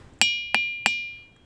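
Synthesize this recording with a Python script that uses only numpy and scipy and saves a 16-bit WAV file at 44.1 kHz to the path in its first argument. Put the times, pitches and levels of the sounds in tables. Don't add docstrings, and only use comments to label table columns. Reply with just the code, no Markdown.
import sys
import numpy as np
from scipy import signal
from scipy.fft import rfft, irfft
from scipy.io import wavfile
from scipy.ndimage import uniform_filter1d

SR = 44100
rng = np.random.default_rng(int(sys.argv[2]) if len(sys.argv) > 2 else 0)


def waveform_to_disk(signal):
    frames = np.transpose(np.atleast_2d(signal))
    scaled = np.clip(frames, -1, 1) * 32767
    samples = np.round(scaled).astype(np.int16)
    wavfile.write(sys.argv[1], SR, samples)


N = 63945

# (time [s], clack [dB], hardness [dB per octave], thud [dB], ping [dB], shimmer [dB])
STRIKES = [(0.215, 2, 5, 4.5, -20, -41), (0.5454, -0.5, -2, 3.5, -55.5, -66.5),
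           (0.8605, 1.5, -1, 5, -26.5, -44)]


def hammer():
    # (pitch [Hz], level [dB], fade time [s])
    thud_tones = [(105, -51, 0.19), (218.4, -28.5, 0.077), (257, -56, .25), (347, -33.5, 0.05),
                  (480, -31, 0.033), (693, -31, .022), (873, -28, 0.018)]
    # (pitch [Hz], level [dB], fade time [s])
    head_tones = [(7617, 4, .075), (7710, -10, .09), (7420, -12.5, 0.13), (11000, -26, .08),
                  (13700, -31.5, .05)]
    t, out = np.arange(N) / SR, np.zeros(N)
    thud_rise_s, ping_rise_s = .0015, .0005
    thud = ring(thud_tones) * (1 - np.exp(-t / thud_rise_s))
    ping = ring(head_tones) * (1 - np.exp(-t / ping_rise_s))
    for start, clack_db, hardness, thud_db, ping_db, _ in STRIKES:
        add(out, start, -amp(clack_db) * clack(hardness))
        add(out, start, amp(ping_db) * ping - amp(thud_db) * thud)
    return out


def clack(hardness, size=4096):
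    # (frequency [Hz], level [dB])
    colour = [(40, -17), (200, 1), (350, 7.5), (550, 11.5), (820, 24), (1150, 13), (1750, 21), (2150, 19.5),
              (2650, 25), (3150, 19.5), (3700, 5.5), (4700, 17), (5900, -8.5), (8000, 5.5), (10000, -3.5),
              (11800, -13), (14000, -14), (17000, -36.5)]
    hz = abs(np.fft.fftfreq(size, 1 / SR))
    octaves = np.log2(np.clip(hz, 1680, 6000) / 2380)
    gain = amp(read(colour, hz) + hardness * octaves)
    spectrum = np.exp(np.conj(signal.hilbert(np.log(gain))))
    return np.fft.ifft(spectrum).real[:size // 2]


def boulder():
    # (pitch [Hz], fade time [s], level when struck at spot 1 [dB], 2 [dB], 3 [dB])
    stone_tones = [ (2396, 1.08, -20, -19, -21), (2890, .82, -19, -27, -28), (3259, .88, -28, -37, -37),
                   (3633, .59, -37, -43, -40), (3784, .73, -33, -41, -39), (3901, .59, -40, -48, -53),
                   (4112, .76, -37, -45, -42), (4414, .78, -52, -65, -57), (4535, .6, -36, -45, -41),
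                   (4721, .55, -38, -53, -46), (5163, .68, -42, -58, -44), (5374, .47, -50, -72, -48),
                   (5447, .61, -47, -69, -63), (5575, .48, -26, -42, -37), (6089, .6, -55, -85, -55),
                   (6166, .46, -53, -82, -51), (6345, .45, -52, -66, -49), (6546, .44, -47, -78, -64),
                   (6850, .31, -49, -62, -49), (6912, .39, -43, -71, -61), (7065, .42, -56, -59, -68),
                   (7257, .32, -52, -79, -66), (7978, .4, -55, -83, -64), (9039, .27, -53, -70, -65),
                   (9480, .32, -62, -85, -59)]
    # (time [s], tone 1 [dB], tone 2 [dB], tone 3 [dB], all higher tones [dB])
    turn = [ (0, 0, 0, 0, 0), (.98, 0, 0, 0, 0), (1.07, 0.5, -2, -3, 0), (1.15, -2, -1.5, 3, 0.5),
            (1.23, -5, 0, 3, 1.5), (1.29, -9, -4, -5, -3.5), (1.37, -17, -13, 10.5, -1.5),
            (1.43, -20.5, -7, 11.5, -12)]
    t, out = np.arange(N) / SR, np.zeros(N)
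    starts = [row[0] for row in STRIKES]
    waver_db = .07 + 5.5 * np.clip((t - 1.08) / .28, 0, 1)
    stop_s = .00054
    gates = [np.clip((end - t) / stop_s + 1, 0, 1) for end in starts[1:]] + [1]
    *lowest_db, higher_db = [curve(turn, column) for column in (1, 2, 3, 4)]
    for k, (hz, fade_s, *spots_db) in enumerate(stone_tones):
        tone, ringing = ring([(hz, 0, fade_s)]), np.zeros(N)
        for start, db, gate in zip(starts, spots_db, gates):
            struck = np.zeros(N)
            add(struck, start, amp(db) * tone)
            ringing += struck * gate
        out += ringing * amp(lowest_db[k] if k < 3 else higher_db + waver_db * waver())
    return out


def shimmer(count=36, longest_s=.24, spread_db=1):
    # (frequency [Hz], level [dB])
    colour = [(7000, 0.5), (8000, 4.5), (9300, -2.5), (11000, -18.5), (15000, -28.5)]
    out, low, high = np.zeros(N), colour[0][0], colour[-1][0]
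    pitches = low * (high / low) ** ((np.arange(count) + rng.random(count)) / count)
    tones = np.array([ring([(hz, read(colour, hz), longest_s * (low / hz) ** 1.2)]) for hz in pitches])
    tones /= np.linalg.norm(amp(read(colour, pitches)))
    for start, *_, db in STRIKES:
        strengths = rng.choice([-1, 1], count) * amp(spread_db * rng.standard_normal(count))
        add(out, start, amp(db) * strengths @ tones)
    return out


def rock_echoes(sound):
    # (frequency [Hz], level [dB])
    early = [(100, -12), (300, 4), (900, -1.5), (2000, -5), (4000, 0.5), (9000, -5), (12000, -1.5),
             (15000, -2)]
    late = [(100, -1), (400, 3), (900, -4.5), (2000, -4), (4000, -7.5), (9000, -2), (15000, -9)]
    low = [(30, -21), (70, 0), (110, 6.5), (170, -7), (260, -0.5), (330, -7.5), (600, -27), (2000, -58.5)]
    tail = np.zeros(N)
    for colour, db, fade_s in ((early, -17, .045), (late, -34, .15), (low, -29, .56)):
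        echoes = noise(colour) * fade(fade_s)
        add(tail, .003, amp(db) * echoes / np.linalg.norm(echoes))
    return signal.fftconvolve(sound, tail)[:N]


def wind(level_db=-58.5):
    # (frequency [Hz], level [dB])
    rumble_colour = [(20, -2.5), (45, -5.5), (100, 1), (170, -9), (260, -8.5), (420, -16.5), (900, -28.5),
                     (3000, -67.5)]
    hiss_colour = [(100, -9), (400, 0), (1000, -5.5), (1700, -7.5), (3000, -14), (5000, -20), (8000, -22),
                   (11000, -35), (16000, -50)]
    # (time [s], rumble [dB], hiss [dB])
    gusts = [(0, 11, 5.5), (.1, 10.5, 0.5), (.2, 6, -2), (.4, -0.5, -11), (.75, -0.5, -9.5),
             (1.04, 0.5, -12), (1.17, 2.5, -5.5), (1.3, 1, -7.5), (1.45, 3.5, -6)]
    rumble = gusty(rumble_colour) * amp(level_db + curve(gusts, 1))
    hiss = gusty(hiss_colour) * amp(level_db + curve(gusts, 2))
    return rumble + hiss


def gusty(colour, patch_db=1):
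    grid = signal.stft(noise(colour), nperseg=1024, noverlap=768)[2]
    patches = rng.standard_normal(grid.shape)
    for axis in (0, 1):
        patches = uniform_filter1d(patches, size=10, axis=axis)
    grid *= amp(patch_db * unit(patches))
    return unit(signal.istft(grid, nperseg=1024, noverlap=768)[1][:N])


def ticks(high_hz=7600, fade_s=.025):
    # (time [s], high part [dB], pitch of the low part [Hz], low part [dB])
    bursts = [(0.136, -56.5, 1500, -88), (.188, -56.5, 1499, -68.5), (1.364, -64, 1472, -56.5)]
    out = np.zeros(N)
    for start, high_db, low_hz, low_db in bursts:
        hiss = amp(high_db) * hiss_band(high_hz) + amp(low_db) * hiss_band(low_hz)
        add(out, start, hiss * fade(fade_s))
    return out


def amp(db):
    return 10 ** (np.asarray(db) / 20)


def unit(x):
    return x / np.sqrt(np.mean(x ** 2) + 1e-20)


def read(colour, hz):
    points_hz, db = np.transpose(colour)
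    return np.interp(np.log(hz + 1), np.log(points_hz + 1), db)


def curve(rows, column):
    rows = np.array(rows)
    return np.interp(np.arange(N) / SR, rows[:, 0], rows[:, column])


def add(mix, start_s, sound):
    part = mix[round(start_s * SR):][:len(sound)]
    part += sound[:len(part)]


def fade(fade_s):
    return amp(-60 * np.arange(N) / SR / fade_s)


def tint(sound, colour):
    return irfft(rfft(sound) * amp(read(colour, np.fft.rfftfreq(N, 1 / SR))), N)


def noise(colour):
    return unit(tint(rng.standard_normal(N), colour))


def hiss_band(hz):
    distance = (np.fft.rfftfreq(N, 1 / SR) - hz) / 700
    return unit(irfft(rfft(rng.standard_normal(N)) / (1 + distance ** 4), N))


def ring(tones):
    t = np.arange(N) / SR
    return sum(amp(db) * fade(fade_s) * np.sin(2 * np.pi * hz * t) for hz, db, fade_s in tones)


def waver(fastest_hz=5.5):
    t = np.arange(0, N, 200) / SR
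    rate, phase = rng.random((2, 8, 1))
    waves = np.sin(2 * np.pi * (fastest_hz * rate * t + phase))
    return np.interp(np.arange(N) / SR, t, waves.sum(0) / 2)


def scene():
    blows = hammer()
    return (blows + rock_echoes(blows) + boulder() + shimmer() + wind() + ticks())[None]


def record(dry):
    # (frequency [Hz], level [dB])
    treble = [(10000, 0), (12000, -10), (15000, -6.5), (16500, -9.5)]
    smear_hz, smear_width_hz, ceiling, top_hz = 4320, 3000, .88, 16000
    radius = np.exp(-np.pi * smear_width_hz / SR)
    poles = np.array([1, -2 * radius * np.cos(2 * np.pi * smear_hz / SR), radius * radius])
    smeared = signal.lfilter(poles[::-1], poles, dry)
    dulled = tint(np.clip(smeared, -ceiling, ceiling), treble)
    low_pass = signal.firwin(255, top_hz, window=("kaiser", 9), fs=SR)
    return signal.oaconvolve(dulled, low_pass[None], "same")


dry = scene()
out = record(dry)
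waveform_to_disk(out)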